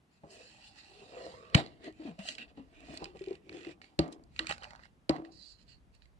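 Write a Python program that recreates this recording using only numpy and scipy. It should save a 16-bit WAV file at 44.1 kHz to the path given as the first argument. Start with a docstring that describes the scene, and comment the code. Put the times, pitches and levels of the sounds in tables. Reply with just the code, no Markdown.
"""Fingers work a paper and foil lid off a light cup close to a phone in a quiet room.
Over steady hush and hand rumble, filtered-noise rubs of the sheet begin, then modal knocks and lid bends.
Bursts of noise make the snaps from 1.1 s, loudest near 1.55 s, where ticking crumbs first tumble in the cup.
A gliding sine groans at 2.04 s, evenly spaced snaps creak from 3.17 s, and strong snaps return near 4, 4.4
and 5.1 s. Last, faint rubs move across the phone; two ports hear it all with different delay and colour."""
import sys
import numpy as np
from scipy import signal
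from scipy.fft import rfft, irfft
from scipy.io import wavfile
from scipy.ndimage import uniform_filter1d

SR = 44100
rng = np.random.default_rng(int(sys.argv[2]) if len(sys.argv) > 2 else 0)


def log_audio(samples):
    """Write samples as a 16-bit WAV file to the path given in sys.argv[1]."""
    # one column per channel
    frames = np.atleast_2d(samples).T
    # limit to full scale, then quantise
    limited = np.clip(frames, -1, 1)
    pcm = np.round(limited * 32767).astype(np.int16)
    wavfile.write(sys.argv[1], SR, pcm)


N = 273331


def gain_of(db):
    """Decibel definition: amplitude ratio of a level."""
    return 10 ** (np.asarray(db) / 20)


def evened(x):
    """Normalisation to unit RMS."""
    return x / np.sqrt(np.mean(x ** 2) + 1e-20)


def read(points, hz):
    """Interpolation along a logarithmic frequency axis."""
    f, value = np.transpose(points)
    return np.interp(np.log(hz + 1), np.log(f + 1), value)


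def curve(points):
    """Linear interpolation in time, at every sample."""
    return np.interp(np.arange(N) / SR, *np.transpose(points))


def add(mix, s, sound):
    """Superposition: adds a sound into the mix from time s."""
    part = mix[..., round(s * SR):][..., :sound.shape[-1]]
    part += sound[..., :part.shape[-1]]


def coloured(x, spectrum, lo_hz=0, hi_hz=1e5, modes=()):
    """Linear filtering: multiplies by a spectrum and its modes between two edges."""
    hz = np.fft.rfftfreq(x.shape[-1], 1 / SR) + 1
    edges = 1 / np.sqrt((1 + (lo_hz / hz) ** 90) * (1 + (hz / hi_hz) ** 60))
    rings = 1 + sum(gain_of(db) / (1 + 2j * (hz - f) / width) for f, width, db in modes)
    return irfft(rfft(x) * gain_of(read(spectrum, hz)) * edges * rings, x.shape[-1])


def resonate(x, hz, width_hz):
    """Heterodyne resonator: shifts the curve hz down to zero, smooths, and shifts back."""
    turn = np.exp(2j * np.pi * np.cumsum(hz * np.ones(x.shape[-1])) / SR)
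    r = np.exp(-np.pi * width_hz / SR)
    smooth = signal.lfilter([1 - r], [1, -r], x / turn)
    return 2 * (turn * smooth).real


def twice(x, hz, width_hz):
    """Cascaded resonance: two passes steepen the skirts."""
    return evened(resonate(resonate(x, hz, width_hz), hz, width_hz))


def grains(per_s, spread_db, hiss):
    """Stick-slip friction: tiny slips of uneven size over a smooth rubbing hiss."""
    size = gain_of(spread_db * np.minimum(rng.exponential(1, N), 4))
    size = size * rng.choice([-1., 1.], N)
    slips = size * (rng.random(N) < per_s / SR)
    return evened(slips) + hiss * rng.standard_normal(N)


def patchy(x, patch_db):
    """Time-varying filtering: narrow patches of the spectrum swell and fade."""
    z = signal.stft(x, nperseg=512, noverlap=384)[2]
    patches = uniform_filter1d(rng.standard_normal(z.shape[1:]), size=3, axis=0)
    patches = uniform_filter1d(patches, size=24, axis=1)
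    z = z * gain_of(patch_db * evened(patches))
    return signal.istft(z, nperseg=512, noverlap=384)[1][:, :N]


SLOPE_DB = 20  # rise and fall times of a stroke each span this many dB


def strokes(table):
    """Exponential envelopes: power of every row in steps of 32 samples; later columns are passed on."""
    s, rise, hold, fall, db, *columns = np.transpose(table)[..., None]
    t = np.arange(N // 32 + 2) * 32 / SR
    before, after = (s - t) / np.abs(rise), (t - s - hold) / np.abs(fall)
    away = np.maximum(np.maximum(before, after), 0)
    return gain_of(2 * np.maximum(db - SLOPE_DB * away, -200)), columns


def level(power, over_db=0):
    """Incoherent addition: strokes add in power."""
    return np.repeat(np.sqrt((power * gain_of(2 * over_db)).sum(0)), 32)[:N]


def ring(power, hz):
    """Power-weighted mean: the strongest stroke dominates the pitch."""
    return np.repeat((power * hz).sum(0) / power.sum(0), 32)[:N]


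# spectrum of the hush: (frequency [Hz], level [dB per Hz])
HUSH = [(59, -30), (100, -8), (130, -16.5), (199, -12.5), (293, -20.5), (505, -27.5), (644, -26),
        (728, -28), (1540, -33.5), (1670, -33), (5400, -45.5), (11400, -52.5), (12600, -56.5), (16400, -81),
        (22000, -120)]
HUSH_DB = -67  # overall RMS level
# likeness of the two ports: (frequency [Hz], left-right correlation [-1 to 1])
HUSH_SAME = [(60, 0.98), (170, 0.95), (500, 0.49), (1460, -0.35), (4210, 0.36), (12200, 0.88)]


def hush():
    """Partially coherent noise field: room rumble and microphone hiss; the bass swells slowly."""
    a, b, c, d = rng.standard_normal((N // 256 + 5, 513, 4)).T
    hz, t = np.fft.rfftfreq(1024, 1 / SR), np.arange(a.shape[1]) * 256 / SR
    swell_hz = np.geomspace(.3, 5, 20)
    swell = evened(sum(np.sin(2 * np.pi * (f * t + rng.random())) for f in swell_hz))
    same = np.clip(read(HUSH_SAME, hz), -1, 1)[:, None]
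    left = a + 1j * b
    right = same * left + np.sqrt(1 - same ** 2) * (c + 1j * d)
    swell_db = 4.5 * swell / (1 + (hz[:, None] / 300) ** 2)
    z = np.array([left, right]) * gain_of(read(HUSH, hz)[:, None] + swell_db)
    return gain_of(HUSH_DB) * evened(signal.istft(z, nperseg=1024, noverlap=768)[1][:, :N])


# hand on the phone: (time [s], level [dB])
RUMBLE = [(0.0, -85), (0.3, -74), (0.6, -70), (1.5, -69.5), (2.43, -66), (3.19, -59.5), (3.35, -68),
          (3.81, -75.5), (4.41, -58.5), (5.09, -70.5), (5.84, -61), (6.2, -64)]
# spectrum of the hand's shaking: (frequency [Hz], level [dB per Hz])
HAND = [(12, -40.5), (20, -2), (59, 6), (114, -7), (150, -12), (200, -45), (330, -120)]


def rumble():
    """Structure-borne noise: the holding hand shakes the phone, partly alike in both ports."""
    noise = rng.standard_normal(N) + 2.3 * rng.standard_normal((2, N))
    return gain_of(curve(RUMBLE)) * evened(coloured(noise, HAND))


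# fingers rubbing and bending the sheet: (time [s], rise [s], hold [s], fall [s], fold rustle [dB],
# fold ring [Hz], foil sizzle over the fold [dB], fine fizz over the fold [dB])
RUBS = [(.13, .05, 0.048, 0.032, -75.5, 2630, -4.5, -8), (.31, 0.025, 0.03, .1, -62.5, 2660, 0, 1.5),
        (.36, 0.12, 0.096, .4, -60.5, 2600, -2.5, -6), (.676, .2, 0.0041, 0.062, -60, 2850, -1, -5.5),
        (.784, .08, 0.004, 0.087, -56.5, 2710, -1, -9.5), (.84, .1, 0.43, .1, -62.5, 2700, -5.5, -8),
        (1.18, 0.093, .18, 0.13, -61, 2100, -1, -7.5), (1.43, .1, .1, .02, -65.5, 2600, -10, -15.5),
        (1.558, 0.02, 0.039, 0.036, -37, 2350, -5, -15), (1.634, .02, 0.0038, .15, -56.5, 2200, -6, -15.5),
        (1.85, .05, 0.022, 0.049, -50, 2080, -10.5, -17), (2.072, 0.15, .005, .08, -54.5, 2550, -11, -13),
        (2.192, .007, .005, .12, -50, 2730, -18, -13.5), (2.286, 0.066, .005, 0.079, -42.5, 2980, -2, -6.5),
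        (2.384, .01, 0.046, 0.034, -49, 2610, -8, -19), (2.48, 0.0089, 0.02, 0.041, -66, 2595, -9, -16.5),
        (2.574, .025, .005, 0.091, -61, 2600, -10, -18), (2.752, 0.067, .1, .1, -63, 2400, -49.5, -19),
        (2.975, 0.2, .005, 0.017, -50, 2500, -10, -10.5),
        (3.0, 0.026, 0.061, 0.082, -60.5, 2550, -4.5, -10), (3.16, .02, .2, 0.044, -63, 2430, -16, -11),
        (3.54, .1, .18, 0.032, -57, 2500, -16, -12.5), (3.818, .005, .03, .1, -63, 2340, -4.5, -9.5),
        (4.0, 0.0032, 0.0046, 0.071, -47.5, 2220, -4, -17), (4.128, .015, 0.0027, 0.024, -59, 3250, -1, -2),
        (4.38, 0.064, .005, 0.022, -58, 2500, -7.5, -11), (4.4, 0.0052, 0.004, 0.069, -46.5, 1950, -5, -15),
        (4.51, .05, 0.0039, .046, -39.5, 2600, -9, -9), (4.634, .1, .005, 0.15, -63, 2500, 0, -6.5),
        (4.85, 0.097, 0.0046, .043, -64, 2050, -8, -11),
        (5.103, .005, 0.0021, .015, -47, 2130, -22.5, -13.5),
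        (5.12, .01, 0.046, .06, -63, 2100, -4.5, -17.5),
        (5.255, 0.021, 0.0041, .04, -65.5, 2460, -9.5, -15.5), (5.32, .008, .08, 0.13, -81, 2835, 19.5, 7),
        (5.43, .1, 0.094, 0.054, -74.5, 3415, 18, 4), (5.596, 0.049, 0.032, 0.027, -74.5, 3150, 5, -3.5),
        (5.688, .03, 0.037, 0.052, -71, 2900, 8.5, -4),
        (5.948, 0.023, 0.0037, 0.037, -72.5, 2700, -1, -4.5),
        (6.022, .025, 0.0057, 0.0895, -79, 2500, 4, -6)]
# broad colour of the sheet: (frequency [Hz], level [dB per Hz])
SHEET = [(410, -31), (700, -16.5), (983, -10.5), (1960, -2.5), (2270, -7), (2960, -1), (5900, -11.5),
         (7980, -12.5), (12600, -38.5), (16400, -79), (22000, -120)]
# modes of the sheet: (frequency [Hz], width [Hz], level over the broad colour [dB])
FOIL = [(1950, 62, 10), (2490, 46, 1.5), (2750, 360, 6.5), (3080, 160, -6), (4110, 270, 6.5),
        (4457, 330, 15), (5250, 230, -4), (6530, 100, 5), (7200, 470, 2.5), (9400, 2800, -4)]
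# fold, foil and fizz ranges of the sheet: (low edge [Hz], high edge [Hz])
BANDS = [(1150, 3750), (3880, 4950), (5000, 13000)]
# where the rustle sits: (time [s], left-right difference [dB])
PLACE = [(0, 4), (1.1, 0.5), (1.6, 1.5), (2.3, 3.5), (3.0, 0), (3.8, -2.5), (4.05, 2.5), (4.4, 0.5),
         (4.7, 0), (5.1, -5.5), (5.7, -8), (6.2, -4)]


def sides(pan_db):
    """Interaural level difference: half the difference goes to each side."""
    return gain_of(np.multiply.outer([.5, -.5], pan_db))


def rustle():
    """Friction-driven plate modes: slips excite folds, foil and fizz, partly from scattered spots."""
    power, (hz, foil_db, fizz_db) = strokes(RUBS)
    shared = grains(1200, 2.6, 1.0)
    scattered = np.array([grains(1600, 2.7, 0.89), grains(2500, 3.6, 0.54)])
    slips = patchy(shared + 1.7 * scattered, 3.16)
    fold, foil, fizz = (evened(coloured(slips, SHEET, *band, modes=FOIL)) for band in BANDS)
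    fold_ring = np.array([twice(side, ring(power, hz), 450) for side in slips])
    fold = evened(fold + 0.44 * fold_ring)
    sheet = level(power) * fold + level(power, foil_db) * foil + level(power, fizz_db) * fizz
    return sides(curve(PLACE)) * sheet


# thumps of lid and cup: (time [s], peak level [dB], lid ring [Hz], lid t60 [s],
# cup ring over the lid ring [dB])
KNOCKS = [(0.235, -45.5, 568, 0.053, 2.5), (1.017, -53.5, 396.6, 0.17, -1), (1.5506, -9.5, 137, 0.016, -14),
          (1.585, -28, 684, 0.052, 0.5), (1.87, -42.5, 314, 0.16, -9), (1.995, -40, 313, 0.17, -17),
          (2.051, -33, 298, 0.028, -21), (2.188, -38.5, 196, 0.12, -23), (2.252, -45.5, 717, 0.026, -16),
          (2.283, -46, 620, 0.088, -7), (2.392, -54, 232, 0.19, 0), (2.573, -40.5, 277, 0.075, -9),
          (2.593, -45, 265, 0.14, -8), (2.895, -44.5, 289, 0.11, 2.5), (3.02, -43.5, 346, 0.08, 7),
          (3.152, -50, 391, .07, 2.5), (3.209, -34.5, 380, 0.074, -13.5), (3.272, -31.5, 381, 0.066, -17),
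          (3.308, -29, 388, 0.043, -18), (3.337, -43.5, 402, 0.036, -6.5), (3.666, -36.5, 337.6, 0.12, -10),
          (3.689, -47.5, 301, 0.088, 4), (3.9906, -19, 327, 0.048, 1.5), (4.403, -40.5, 322, 0.2, -8),
          (4.494, -36.5, 812, 0.13, -3), (5.095, -15.5, 314.7, 0.047, -3), (5.183, -38.5, 327.3, 0.3, 0)]
# modes of the cup: (nominal frequency [Hz], relative level [dB], t60 [s])
CUP = [(71.4, -7, 0.11), (158.7, -8, 0.19), (196, -1.5, .06), (304.7, -5.5, 0.1), (440, -5, 0.041),
       (533, 4.5, 0.028), (591.3, -10, 0.11), (668, -7.5, 0.063), (793, -5.5, 0.07), (980, -12, 0.1),
       (1160, -21.5, 0.23), (1316, -26.5, 0.11), (1590, -21.5, 0.027), (2060, -24, .04)]
PUSH_S, PUSH_HZ = 0.0045, 330  # rise time of a lid ring at this pitch; higher rings start faster
CUP_DETUNE = .03  # the grip detunes each cup mode by this fraction, as a standard deviation


def knocks():
    """Modal impact response: a soft push rings the lid; an uneven shudder shakes the cup's modes."""
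    out, t = np.zeros(N), np.arange(16000) / SR
    for (s, db, hz, t60, cup_db), noise in zip(KNOCKS, rng.standard_normal((len(KNOCKS), 2000))):
        rise = PUSH_S * np.sqrt(PUSH_HZ / hz)
        cup = 0
        for (f, mode_db, ring_s), grip in zip(CUP, noise[::-1]):
            held_hz = f * (1 + CUP_DETUNE * grip)
            cup = cup + gain_of(mode_db - 60 * t / ring_s) * np.sin(2 * np.pi * held_hz * t)
        lid = -gain_of(-60 * t / t60) * np.sin(2 * np.pi * hz * t) * (1 - np.exp(-(t / rise) ** 2))
        shaking = noise * gain_of(-60 * t[:len(noise)] / 0.011)
        shudder = signal.oaconvolve(cup, shaking)[:len(t)]
        shaken = (evened(cup) + 0.61 * evened(shudder)) * (1 - np.exp(-t / (0.49 * rise)))
        lid, shaken = lid / np.abs(lid).max(), shaken / np.abs(shaken).max()
        add(out, s, gain_of(db) * (lid + gain_of(cup_db) * shaken))
    return out


# lid and wall bending under the fingers: (time [s], rise [s], hold [s], fall [s], lid level [dB],
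# lid ring [Hz], wall level over the lid [dB], wall ring [Hz])
BENDS = [(.248, .02, .1, .2, -62.5, 400, 1.5, 658.4), (.402, 0.066, 0.0061, .08, -54.5, 490, -7, 634),
         (.5, 0.087, 0.5, .1, -75, 280, 6.5, 801), (1.026, 0.18, 0.0065, .15, -59.5, 410, 0.5, 691),
         (1.174, 0.12, 0.092, .16, -45.5, 496.6, -5, 630), (1.35, .1, 0.22, .02, -58.5, 467, 1.5, 1150),
         (1.568, 0.011, .003, .035, -28, 236, -2, 665), (1.6, 0.022, 0.009, .12, -43.5, 311, -4, 674),
         (1.88, .086, 0.0035, .03, -43, 335, -8.5, 601), (2.0, 0.0046, .02, 0.09, -55, 315, -2, 605.6),
         (2.056, .005, 0.0089, .05, -54, 289, 2, 635), (2.088, 0.1, .005, .065, -45.5, 246, -4.5, 691),
         (2.194, .01, 0.0032, .06, -57, 206.5, 10, 629), (2.264, .05, 0.15, .4, -60.5, 279.2, -5, 680),
         (2.592, 0.05, 0.0061, .073, -51, 261.2, -21.5, 618),
         (2.928, 0.25, 0.0037, .3, -52.5, 297.7, -3.5, 655), (3.024, .04, .005, .1, -45, 370.5, -4, 795),
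         (3.158, .015, 0.0023, .02, -47.5, 368.4, -27.5, 739),
         (3.216, .02, .003, .03, -59.5, 382, -16.5, 658),
         (3.318, 0.083, 0.0055, .05, -45, 372.6, -14.5, 641),
         (3.556, 0.11, 0.004, .11, -45, 344.6, -23, 638), (3.69, .12, .005, .047, -48, 340, -23, 651),
         (3.92, 0.58, .005, .1, -67.5, 293.4, -2.5, 750), (4.022, 0.006, .035, .13, -41, 297.3, -6, 671),
         (4.402, .01, 0.0038, .05, -46, 253, -3, 1165), (4.44, .02, 0.025, .1, -61.5, 230, -8.5, 1090),
         (4.504, 0.0088, 0.0037, .034, -68, 463, 19, 809), (4.638, 0.064, .005, .08, -74.5, 462, 23, 778),
         (4.734, 0.089, 0.004, .2, -67.5, 184, 3.5, 860), (5.128, .01, .005, .08, -38.5, 282, 0.5, 735),
         (5.2, 0.026, 0.0031, .07, -48, 319, -3.5, 635), (5.276, .05, .005, .075, -55.5, 325, -4.5, 690)]
# fixed modes of the wall: (frequency [Hz], width [Hz], relative level [dB])
WALL = [(619, 91, 11.5), (877, 550, 10.5), (996, 400, -10), (1470, 220, -5.5)]


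def flex():
    """Flexural resonance: finger slips drive rings that follow the bend, over the wall's fixed modes."""
    power, (lid_hz, wall_db, wall_hz) = strokes(BENDS)
    lid_hz, wall_hz = ring(power, lid_hz), ring(power * gain_of(2 * wall_db), wall_hz)
    slips = grains(230, 3.3, 0.8) + 0.43 * rng.standard_normal((2, N))
    lid = twice(slips, lid_hz, 110) + .6 * twice(slips, 400, 250)
    wall = evened(sum(gain_of(db) * twice(slips, hz, width) for hz, width, db in WALL))
    wall = evened(wall + 1.4 * twice(slips, wall_hz, 160))
    return level(power) * evened(lid) + level(power, wall_db) * wall


# creases and glue letting go: (time [s], peak level [dB], ring [Hz], tilt [dB per octave])
SNAPS = [(1.1465, -45, 2620, -16), (1.178, -46.5, 1200, -12.5), (1.452, -47, 2600, -5), (1.5, -46, 2850, 4),
         (1.5467, -8.5, 3060, -7.5), (1.5494, -8, 2306, -0.5), (1.6624, -36.5, 4270, -1),
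         (1.6734, -45, 3980, 0), (1.843, -40, 1790, 3), (1.9256, -53.5, 3120, 10), (2.191, -38, 2760, 1),
         (2.288, -21.5, 3130, 0), (2.352, -33.5, 3200, 3), (2.383, -30, 2645, -4.5),
         (2.8053, -48.5, 2660, 14), (2.9424, -45, 2430, 21), (2.9739, -29.5, 4480, 9),
         (3.0431, -26.5, 4700, 5), (3.0557, -34.5, 2540, -5), (3.494, -35, 2420, -5.5),
         (3.6485, -37, 2060, -4), (3.8166, -38, 2170, -6), (3.843, -42.5, 2100, -3),
         (3.9909, -13.5, 4400, 0.5), (4.079, -46, 2060, 10.5), (4.126, -37.5, 3930, 17),
         (4.238, -51, 4660, 18), (4.363, -37, 2640, -3), (4.3922, -15.5, 4000, -2.5),
         (4.394, -22, 1820, -5.5), (4.4696, -23.5, 2460, 3.5), (4.4936, -24.5, 7600, -5),
         (4.4855, -46, 2500, -4), (4.498, -23, 2630, -7.5), (4.511, -21.5, 3000, -11.5),
         (4.5234, -25.5, 4000, -8), (4.581, -40.5, 2560, 6), (4.6229, -37.5, 3020, -14),
         (4.6337, -33, 1620, -0.5), (4.643, -31, 2900, -1), (4.707, -39, 2000, .5), (4.7592, -44, 1520, 1),
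         (4.7935, -45, 1710, -14.5), (4.835, -43.5, 1860, -3), (5.0943, -15.5, 4640, 0.5),
         (5.1633, -36, 1970, -4.5), (5.2497, -41.5, 2047, -6), (5.951, -55, 4050, 25),
         (6.0216, -48.5, 4110, -6), (6.0561, -52, 2120, 0.5)]
SNAP_TICK = 4.1  # the clean tick that starts a snap, against its rough tail
# t60 of a -30 dB snap: this time [s] plus so many ring cycles; growth is dB longer per dB louder
SNAP_T60_S, SNAP_CYCLES, SNAP_GROWTH = .004, 16, 0.09


def snaps():
    """Impulsive excitation: a short dying burst rings sheet and crease, a little differently per port."""
    out, t = np.zeros((2, N)), np.arange(-200, 2800) / SR
    rows = [*SNAPS, *creaks()]
    for (s, db, hz, tilt_db), noise in zip(rows, rng.standard_normal((len(rows), 3, len(t)))):
        t60 = (SNAP_T60_S + SNAP_CYCLES / hz) * 10 ** (SNAP_GROWTH * (db + 30) / 20)
        envelope = gain_of(-60 * np.abs(t) / t60) * (1 - np.exp(-np.maximum(t, 0) / 0.002))
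        burst = (noise[0] + 1.8 * noise[1:]) * envelope + SNAP_TICK * (t == 0)
        burst = coloured(burst, [(500, -2 * tilt_db), (8000, 2 * tilt_db)])  # four octaves
        crease = np.array([twice(side, hz, 450) for side in burst])
        sound = evened(coloured(burst, SHEET, modes=FOIL)) + 0.75 * crease
        add(out, s + t[0], gain_of(db) * sound / np.abs(sound).max())
    return out


# dry crumbs tumbling against the wall: (time [s], rise [s], hold [s], fall [s], level [dB])
TUMBLES = [(1.553, .005, 0.058, 0.055, -49.5), (3.996, 0.005, 0.0063, 0.066, -47.5),
           (5.1, .004, 0.01, 0.063, -44), (4.41, 0.011, 0.022, 0.17, -53),
           (4.5, 0.022, 0.016, 0.063, -43.5), (4.63, 0.07, 0.11, 0.1, -55.5),
           (4.8, 0.13, 0.058, 0.027, -63.5)]
# colour of the crumbs: (frequency [Hz], level [dB per Hz])
CRUMB = [(300, -29), (600, -3.5), (900, -3.5), (1400, 0), (2100, -5.5), (3000, -24), (5000, -17.5),
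         (12000, -48)]


def tumble():
    """Granular impact noise: many small hard grains, each a tick that rings for a moment."""
    scattered = np.array([grains(500, 4.0, .3), grains(600, 4.0, .3)])
    ticks = grains(500, 7.1, 0.283) + .5 * scattered
    return level(strokes(TUMBLES)[0]) * evened(coloured(patchy(ticks, 2.8), CRUMB))


# the lid sags and its ring slides down: (time [s], frequency [Hz], level [dB])
GROAN = [(2.041, 288, -68), (2.06, 288.5, -43.5), (2.112, 164, -48), (2.148, 174, -60), (2.155, 175, -76)]


def groan():
    """Frequency modulation by phase integration: a single clean ring that glides."""
    s, hz, db = np.transpose(GROAN)
    t, out = np.arange(s[0], s[-1], 1 / SR), np.zeros(N)
    tone = np.sqrt(2) * np.sin(2 * np.pi * np.cumsum(np.interp(t, s, hz)) / SR)
    add(out, s[0], gain_of(np.interp(t, s, db)) * tone * signal.windows.tukey(len(t), .2))
    return out


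# runs of near-even small snaps: (first time [s], last time [s], rate [snaps per s], peak level [dB],
# ring [Hz], tilt [dB per octave])
CREAKS = [(3.17, 3.354, 43.4, -42, 2500, -1), (3.528, 3.72, 49, -45, 2050, -2)]
# standard deviations of time [s], level [dB] and log pitch
CREAK_JITTER_S, CREAK_SPREAD_DB, CREAK_DETUNE = .0015, 2, .08


def creaks():
    """Quasi-periodic stick-slip: a row of snaps, slightly uneven in time, size and ring."""
    rows = []
    for first, last, per_s, db, hz, tilt_db in CREAKS:
        late, size, pitch = rng.standard_normal((20, 3)).T
        s = first + np.arange(20) / per_s + CREAK_JITTER_S * late
        peak_db, ring_hz = db + CREAK_SPREAD_DB * size, hz * np.exp(CREAK_DETUNE * pitch)
        run = np.transpose([s, peak_db, ring_hz, tilt_db + 0 * s])
        rows += run[s < last + .5 / per_s].tolist()
    return rows


# reverberation of the room: (frequency [Hz], t60 [s])
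ROOM = [(150, 0.36), (500, 0.69), (2000, 0.061), (8000, 0.12)]


def room(x):
    """Statistical reverberation: sparse taps of random sign, each band dying at its own speed."""
    taps = np.zeros((2, SR // 2))
    at = np.arange(150, SR // 2 - 20, 20) + rng.integers(0, 20, (2, (SR // 2 - 151) // 20))
    np.put_along_axis(taps, at, rng.choice([-1., 1.], at.shape), 1)
    hz, t, z = signal.stft(taps, SR, nperseg=256)
    decay = gain_of(-60 * t / read(ROOM, hz)[:, None])
    tail = signal.istft(z * decay, SR, nperseg=256)[1]
    return signal.fftconvolve(x, tail / np.linalg.norm(tail[0]), axes=1)[:, :N]


# phase between the ports at turn 1: (frequency [Hz], lead of the left port [rad])
LEAD = [(0, 0), (300, .5), (690, 0.9), (1210, 2.9), (1720, 3.2), (2240, 4.7), (2580, 4.6), (4220, 8.1),
        (6290, 14.4), (7150, 15.4), (8870, 22.7), (11000, 29.1), (12400, 36.4)]
# shadow between the ports: (frequency [Hz], left-right difference [dB])
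TILT = [(60, -9.5), (130, 6), (270, 3), (590, 0.5), (1250, -10), (2670, -6), (5710, -7), (12200, 7.5)]


def ports(x, turn=1):
    """Two-receiver diffraction: each port has its own delay and shadow; a negative turn leads right."""
    hz = np.fft.rfftfreq(N, 1 / SR)
    phase = turn * np.interp(hz, *np.transpose(LEAD))
    left = gain_of(read(TILT, hz) / 2) * np.exp(.5j * phase)
    pair = np.array([left, 1 / left])
    return irfft(rfft(x) * pair / np.sqrt(np.mean(np.abs(pair) ** 2, 0)), N)


OTHER_SIDE_S = 5.295  # from here on the rubbing is across the phone, and the right port leads


def scene():
    """Superposition of direct sound, its reverberation and the background."""
    rubbing, early = rustle(), np.arange(N) < OTHER_SIDE_S * SR
    near = early * rubbing + flex() + groan() + snaps() + knocks() + tumble()
    across = ports(~early * rubbing, -0.79)
    reverberant = gain_of(-27.0) * room(near + across)
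    return ports(near + reverberant) + across + hush() + rumble()


EDGE_HZ = 12400  # upper band limit


def record(dry):
    """Band-pass transduction: the microphone loses the deepest bass; then the band limit."""
    thinned = signal.sosfilt(signal.butter(2, 40, "high", fs=SR, output="sos"), dry)
    band_limit = signal.firwin(255, EDGE_HZ, window=("kaiser", 6), fs=SR)
    return signal.oaconvolve(thinned, band_limit[None], "same")


dry = scene()
out = record(dry)
log_audio(out)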